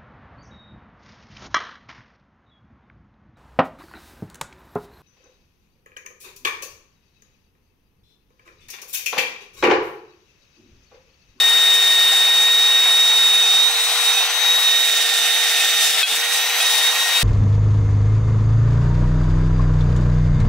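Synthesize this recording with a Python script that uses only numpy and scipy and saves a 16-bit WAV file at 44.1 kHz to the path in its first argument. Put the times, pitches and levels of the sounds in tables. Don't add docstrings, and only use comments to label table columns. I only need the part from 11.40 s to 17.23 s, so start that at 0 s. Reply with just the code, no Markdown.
import sys
import numpy as np
from scipy import signal
from scipy.fft import rfft, irfft
from scipy.io import wavfile
from scipy.ndimage import uniform_filter1d, minimum_filter1d

SR = 44100
rng = np.random.default_rng(int(sys.argv[2]) if len(sys.argv) > 2 else 0)


def master(y):
    cut = np.clip(np.atleast_2d(y).T, -1, 1)
    pcm = np.round(cut * 32767)
    wavfile.write(sys.argv[1], SR, pcm.astype(np.int16))


N = 257103

# (time [s], speed [turns/s])
ROTOR_SPEED = [(0, 462.8), (.72, 462.6), (1.2, 465), (1.77, 464.6), (2.06, 462.3), (2.18, 463.7),
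               (2.31, 469.7), (2.52, 468.2), (2.61, 471), (2.68, 464.9), (2.75, 465.5), (2.81, 461.7),
               (2.93, 469.8), (3.12, 472.1), (3.2, 471.5), (3.29, 463.5), (3.43, 466.6), (3.58, 460),
               (3.83, 457.5), (3.97, 462.8), (4.21, 457.8), (4.33, 462.3), (4.44, 459.4), (4.51, 449.3),
               (4.73, 452.5), (4.81, 467), (4.9, 472), (4.94, 470.5), (4.99, 463), (5.08, 464.5),
               (5.17, 471.6), (5.3, 467.4), (5.39, 462.2), (5.45, 465.5), (5.56, 471), (5.66, 468.4),
               (5.77, 470.4), (5.82, 465.7)]
# (time [s], level [dB rms], left-right [dB])
WHINE = [(0, -15, 3), (.33, -14, 1.5), (.69, -15, .6), (2.19, -14, -2), (2.27, -16.5, -10),
         (2.32, -22, -2.2), (2.38, -19, -1.2), (2.63, -22.5, 8), (2.68, -14, -4), (2.75, -22, -6),
         (2.8, -15.5, -3), (2.84, -20, -2.5), (2.88, -29, 0), (2.97, -26, 16.5), (3.1, -14, 0),
         (3.21, -20, 5), (3.27, -15, -3), (3.66, -23.5, -7.5), (3.99, -22, -8.5), (4.17, -23.5, -7.5),
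         (4.44, -21.5, -7), (4.52, -27, -6), (4.61, -26, 15), (4.72, -23.5, -5), (4.77, -26.5, 0),
         (4.9, -30, -19), (5.04, -26.5, 0), (5.11, -38, 3), (5.19, -30, -5), (5.22, -23, -5),
         (5.27, -19, -5), (5.39, -21, 8), (5.49, -17, -6), (5.53, -30, -7), (5.61, -20.5, 1.5),
         (5.67, -31, 8), (5.77, -16, 4), (5.82, -30, 7)]
# (time [s], gain [dB])
LINE_DROP = [(4.628, 0), (4.632, -12), (4.68, -12), (4.69, 0)]
# (time [s], multiple 4 [dB], multiple 12 [dB], multiple 13 [dB], multiple 26 [dB], gears [dB])
OVERTONES = [(0, -27, -44, -40, -31, -39), (.7, -27.5, -41, -41.5, -31, -39),
             (2.19, -36.5, -45, -34.5, -41, -43.5), (2.5, -38.5, -40, -36, -39, -37),
             (2.85, -38.5, -48, -31, -40, -47), (3.1, -32.5, -40, -32, -36, -43),
             (3.4, -31, -46, -34.5, -32, -37.5), (3.9, -31, -46, -32.5, -34, -40),
             (4.44, -29.5, -44, -32.5, -31, -39), (4.55, -37, -46, -38, -41, -37.5),
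             (4.72, -36, -48, -39, -44, -46), (4.86, -32.5, -46, -35, -41, -41),
             (5.05, -33, -39, -33, -31, -34.5), (5.17, -34.5, -46, -31, -33, -34),
             (5.27, -31, -44, -33, -38, -38), (5.45, -33, -44, -33, -41, -52),
             (5.6, -29, -36, -33, -36, -35), (5.83, -31, -42, -45, -41, -40)]
# (time [s], multiple 8 [rad], multiple 4 [rad])
LEFT_LEAD = [(0, 0, .55), (1, 0, .55), (1.2, .15, .55), (2.2, .2, .6), (2.3, 1.5, .1), (2.6, 1.3, .3),
             (2.72, .3, 0), (2.92, 1.9, .2), (3.07, 0, .3), (3.22, .8, .1), (3.5, .5, .3), (3.8, .2, .3),
             (4.45, 0, .25), (4.58, 1.1, .2), (4.72, -.2, -.2), (4.88, -2.2, -.1), (5, .5, -.3),
             (5.2, .7, .1), (5.5, -.1, .15), (5.62, -1.3, .15), (5.75, -.6, .2), (5.83, -1.7, .2)]
# (multiple of rotor speed [1], level [dB rms])
STEADY_LINES = [(1, -44), (3, -42.5), (16, -49), (17, -49)]
# (multiple of rotor speed [1], level re gears [dB], extra pointing down [dB])
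GEAR_LINES = [(8.333, -1, 0), (8.281, -10, -4), (8.387, -11, -1), (8.23, -13, 0), (8.44, -15, 2),
              (6.367, -8, 0), (7.776, -14, 9), (7.52, -17, 8), (3.082, -14, -4), (11.336, -16, 6),
              (9.336, -16, 0), (10.41, -24, 13), (16.117, -18, 10)]
# (time [s], pointing down [0-1], vents toward listener [dB], roar [dB])
POSE = [(0, .02, -41, -24.5), (2.2, 0.03, -39.5, -25.5), (2.75, 0.08, -36, -23.5), (2.9, 0.05, -55, -23),
        (3.25, 0.1, -55, -23.5), (3.45, 0.7, -48, -23.5), (4.4, 0.93, -37, -22), (4.72, 0.5, -55, -24.5),
        (4.95, 0.3, -48, -23), (5.83, 0, -48, -22)]
# (frequency [Hz], relative density [dB/Hz])
ROAR_SPECTRUM = [(100, -44), (200, -44), (300, -30.5), (500, -22), (780, -6), (1100, -8.5), (1600, -8.5),
                 (2200, -4), (3300, -6.5), (4500, -9.5)]
# (frequency [Hz], relative density [dB/Hz])
HISS_SPECTRUM = [(2500, -10), (3500, -6), (4500, -9.5), (5700, -6), (6900, -10.5), (8500, -8), (11000, -14),
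                 (14000, -17), (18000, -12.5)]
# (frequency [Hz], likeness [1])
LIKENESS = [(100, .85), (300, .98), (600, 1), (1400, 0.92), (3000, 0.56), (6000, 0.3), (12000, 0.45)]
# (frequency [Hz], left-right [dB])
NOISE_SIDE = [(60, 0.0), (180, -1), (550, 1), (1650, -1.5), (4970, 2), (15000, 0.5)]
# (time [s], half-length [s], hiss gain [dB], ring gain [dB])
CATCHES = [(.64, 0.28, 1.5, 1.5), (2.0, 0.27, -0.3, 2), (2.472, 0.18, 3, 11), (2.65, .08, 2.5, 8),
           (2.765, 0.1, 0, 14), (3.22, 0.058, 3, 7), (4.2, 0.16, 0.5, 9), (4.444, 0.075, 4.5, .6),
           (4.96, .06, 5.5, 3), (5.23, 0.15, 2, 12.5), (5.357, 0.24, 4.5, 2), (5.8, 0.37, 5, 6)]
# (frequency [Hz], knocked [dB], rubbed [dB], t60 [s])
CASTING_MODES = [(780, -30, -2, .1), (1556, -18, -3, .12), (2555, -4, 5, .1), (2850, -20, -3, .08),
                 (3316, -3, -1, .12), (3962, -10, -8, .08), (4151, -15, -10, .07), (4597, -18, -8, .07),
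                 (5210, -22, -3, .04), (7350, -28, -4, .04), (7830, -26, -6, .04), (9625, -26, -1, .1)]
# (time [s], strength [dB], hardness [0-1])
KNOCKS = [(4.6295, 1.5, .1), (4.7118, -19, .7), (5.202, -13, 0)]
# (time [s], strength [dB])
BOX_THUMPS = [(3.849, -51), (4.58, -45), (4.721, -39), (4.779, -41), (5.129, -47), (5.195, -52)]

FREE_TURNS_PER_S, FULL_LOAD_TURNS_PER_S = 472, 14
CHUCK_TURNS_PER_ROTOR_TURN = .0513
GEAR_LOAD_DB, MULTIPLE_26_LOAD_DB = 11.5, -9
HOLLOW_HZ, HOLLOW_WIDTH_HZ = 1020, 300
ROAR_LAG_SAMPLES = .65
VENT_HZ, VENT_WIDTH_HZ = 8430, 200
HISS_FREE_DB, HISS_LOAD_DB, HISS_DOWN_DB = -26.5, 3.5, 1.5
RING_FREE_DB, RING_LOAD_DB = -73.5, 2.5
BREEZE_DB, BREEZE_HZ = -74.5, 140
GUST_S, GUST_LENGTH_S, GUST_DB = 5.17, .15, 13
LIMIT_DB, RELEASE_DB_PER_S, LOOK_AHEAD_S = -4, 170, .003
MIC_LOW_HZ, CUTOFF_HZ, PORT_LAG_SAMPLES = 184, 15720, .7


def from_db(db):
    return 10 ** (np.asarray(db) / 20)


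def rms_one(x):
    return x / np.sqrt(np.mean(x ** 2) + 1e-20)


def in_time(rows):
    s, *columns = np.transpose(rows)
    return [np.interp(np.arange(N) / SR, s, column) for column in columns]


def at_hz(points, hz):
    table_hz, values = np.transpose(points)
    return np.interp(np.log(hz), np.log(table_hz), values)


def pan(x, db):
    return x * from_db(np.array([db / 2, -db / 2]).reshape(2, -1))


def drift(rate_hz):
    r = np.exp(-2 * np.pi * rate_hz * 40 / SR)
    noise = rng.standard_normal(N // 40 + 2002)
    slow = signal.lfilter([1], [1, -2 * r, r * r], noise)[2000:]
    return np.interp(np.arange(N) / 40, np.arange(len(slow)), rms_one(slow))


def high_pass(x, order, hz):
    return signal.sosfilt(signal.butter(order, hz, "high", fs=SR, output="sos"), x)


def ring(force, hz, t60_s):
    r, w = from_db(-60 / (t60_s * SR)), 2 * np.pi * hz / SR
    return signal.lfilter([0, np.sin(w)], [1, -2 * r * np.cos(w), r * r], force + 1e-18)


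def resonance(x, hz, width_hz):
    r, w = np.exp(-np.pi * width_hz / SR), 2 * np.pi * hz / SR
    peak = (1 - r * r) / 2 * np.array([1, 0, -1])
    return signal.lfilter(peak, [1, -2 * r * np.cos(w), r * r], x)


def banded(white, spectrum, patchy_db, together_db):
    out, together = 0, together_db * drift(18)
    lowest, highest = spectrum[0][0], spectrum[-1][0]
    edges = np.geomspace(lowest, highest, num=round(3 * np.log2(highest / lowest)) + 1)
    for k, (low, high) in enumerate(zip(edges, edges[1:])):
        band = signal.butter(2, [low, high], "band", fs=SR, output="sos")
        mid, side = signal.sosfilt(band, white[k % 2])
        hz = np.sqrt(low * high)
        alike = np.clip(at_hz(LIKENESS, hz), -1, 1)
        gain = from_db(at_hz(spectrum, hz) + together + patchy_db * drift(15.5))
        both = np.sqrt(1 + alike) * mid + np.sqrt(1 - alike) * side * [[1], [-1]]
        out = out + pan(gain * both, at_hz(NOISE_SIDE, hz))
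    return rms_one(out)


def drill_lines(turns, load, down):
    db8, side_db = in_time(WHINE)
    db4, db12, db13, db26, gear_db = in_time(OVERTONES)
    lead8, lead4 = in_time(LEFT_LEAD)
    db26 = db26 + MULTIPLE_26_LOAD_DB * load
    gear_db = gear_db + GEAR_LOAD_DB * load

    def line(multiple, db, waver_db, side, lead=0):
        phase = 2 * np.pi * (multiple * turns + rng.random())
        wave = np.sqrt(2) * np.sin([phase + lead, phase])
        return pan(wave * from_db(db + waver_db * drift(25)), side + 0 * turns)

    wobble_db = .5 * np.sin(2 * np.pi * CHUCK_TURNS_PER_ROTOR_TURN * turns)
    out = line(8, db8 + wobble_db, .64, side_db, lead8)
    out += line(4, db4, 2.1, -2.5, lead4)
    out += line(12, db12, 2.4, .3)
    out += line(13, db13, 2.3, 5.3)
    out += line(26, db26, 1.6, 1.2)
    for multiple, db in STEADY_LINES:
        out += line(multiple, db, .8 + .16 * multiple, .3)
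    for multiple, db, down_db in GEAR_LINES:
        out += line(multiple, gear_db + db + down_db * down, 2.2, .44 * side_db)
    return from_db(in_time(LINE_DROP)[0]) * out


def roar(level_db, down):
    noise = banded(rng.standard_normal((2, 2, N)), ROAR_SPECTRUM, patchy_db=.96, together_db=.67)
    noise[1] = signal.lfilter([1 - ROAR_LAG_SAMPLES, ROAR_LAG_SAMPLES], [1], noise[1])
    hollow = noise - .92 * down * resonance(noise, HOLLOW_HZ, HOLLOW_WIDTH_HZ)
    return from_db(level_db) * hollow


def vent_whistle(level_db):
    air = rng.standard_normal((3, N))
    whistle = resonance(air[0] + .35 * air[1:], VENT_HZ, VENT_WIDTH_HZ)
    return from_db(level_db) * rms_one(whistle)


def wire_ticks(turns, per_s, shape):
    sizes = from_db(1.9 * np.minimum(rng.exponential(1, shape), 5)) * rng.choice([-1, 1], shape)
    press = from_db(.81 * np.sin(2 * np.pi * CHUCK_TURNS_PER_ROTOR_TURN * turns))
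    return rms_one(sizes * (rng.random(shape) < per_s / SR) * press)


def wire_hiss(turns, level_db):
    ticks = wire_ticks(turns, 16000, (2, 2, N))
    return from_db(level_db) * banded(ticks, HISS_SPECTRUM, patchy_db=.93, together_db=.87)


def catches():
    s, half_length_s, hiss_db, ring_db = np.transpose(CATCHES)
    t = np.arange(N)[:, None] / SR
    swell = np.maximum(1 - np.abs(t - s) / half_length_s, 0)
    return swell @ hiss_db, swell @ ring_db


def casting(turns, ring_db):
    ticks = from_db(ring_db) * wire_ticks(turns, 6000, (2, N))
    ticks = np.array([ticks[0] + .31 * ticks[1], ticks[0] - .29 * ticks[1]])
    out = 0
    for hz, knock_db, rub_db, t60_s in CASTING_MODES:
        blows = np.zeros(N)
        for s, db, hardness in KNOCKS:
            tilt_db = 13 * hardness * np.log2(hz / 3300)
            blows[round(s * SR)] = from_db(knock_db + db + tilt_db)
        rub = ticks * from_db(rub_db + 4 * drift(3))
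        out = out + ring(rub + blows, hz, t60_s)
    return high_pass(out, 3, 600)


def box_thumps():
    blows = np.zeros(N)
    for s, db in BOX_THUMPS:
        blows[round(s * SR)] = from_db(db)
    return high_pass(ring(blows, 242, .039) + ring(blows, 350, .054), 2, 150)


def breeze():
    air = rng.standard_normal((3, N))
    low_pass = signal.butter(4, BREEZE_HZ, fs=SR, output="sos")
    low = signal.sosfilt(low_pass, air[0] + .4 * air[1:])
    gust_db = GUST_DB * np.exp(-((np.arange(N) / SR - GUST_S) / GUST_LENGTH_S) ** 2)
    return from_db(BREEZE_DB + gust_db + 4.7 * drift(3)) * rms_one(low)


def scene():
    speed, = in_time(ROTOR_SPEED)
    load = np.clip((FREE_TURNS_PER_S - speed) / FULL_LOAD_TURNS_PER_S, 0, 1)
    down, vent_db, roar_db = in_time(POSE)
    down = np.clip(down, 0, 1)
    hiss_db, ring_db = catches()
    hiss_db = hiss_db + HISS_FREE_DB + HISS_LOAD_DB * load + HISS_DOWN_DB * down
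    ring_db = ring_db + RING_FREE_DB + RING_LOAD_DB * load
    shudder = .55 * drift(25)
    turns = np.cumsum(speed + shudder) / SR
    drill = drill_lines(turns, load, down) + roar(roar_db, down) + vent_whistle(vent_db)
    work = wire_hiss(turns, hiss_db) + casting(turns, ring_db) + box_thumps()
    return drill + work + breeze()


def record(dry):
    release_db = RELEASE_DB_PER_S * np.arange(N) / SR
    peak_db = 20 * np.log10(np.abs(dry).max(axis=0) + 1e-9)
    over_db = np.maximum(peak_db - LIMIT_DB, 0)
    held_db = np.maximum.accumulate(over_db + release_db) - release_db
    ahead = round(LOOK_AHEAD_S * SR)
    widest_db = -minimum_filter1d(-held_db, size=2 * ahead + 1)
    early_db = uniform_filter1d(widest_db, size=ahead)
    wet = high_pass(dry * from_db(-early_db), 2, MIC_LOW_HZ)
    delay = np.exp(-1j * np.pi * np.arange(N + 1) / N * PORT_LAG_SAMPLES)
    wet[1] = irfft(rfft(wet[1], 2 * N) * delay)[:N]
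    top_cut = signal.ellip(12, .5, 70, CUTOFF_HZ, fs=SR, output="sos")
    return signal.sosfilt(top_cut, wet)


dry = scene()
out = record(dry)
master(out)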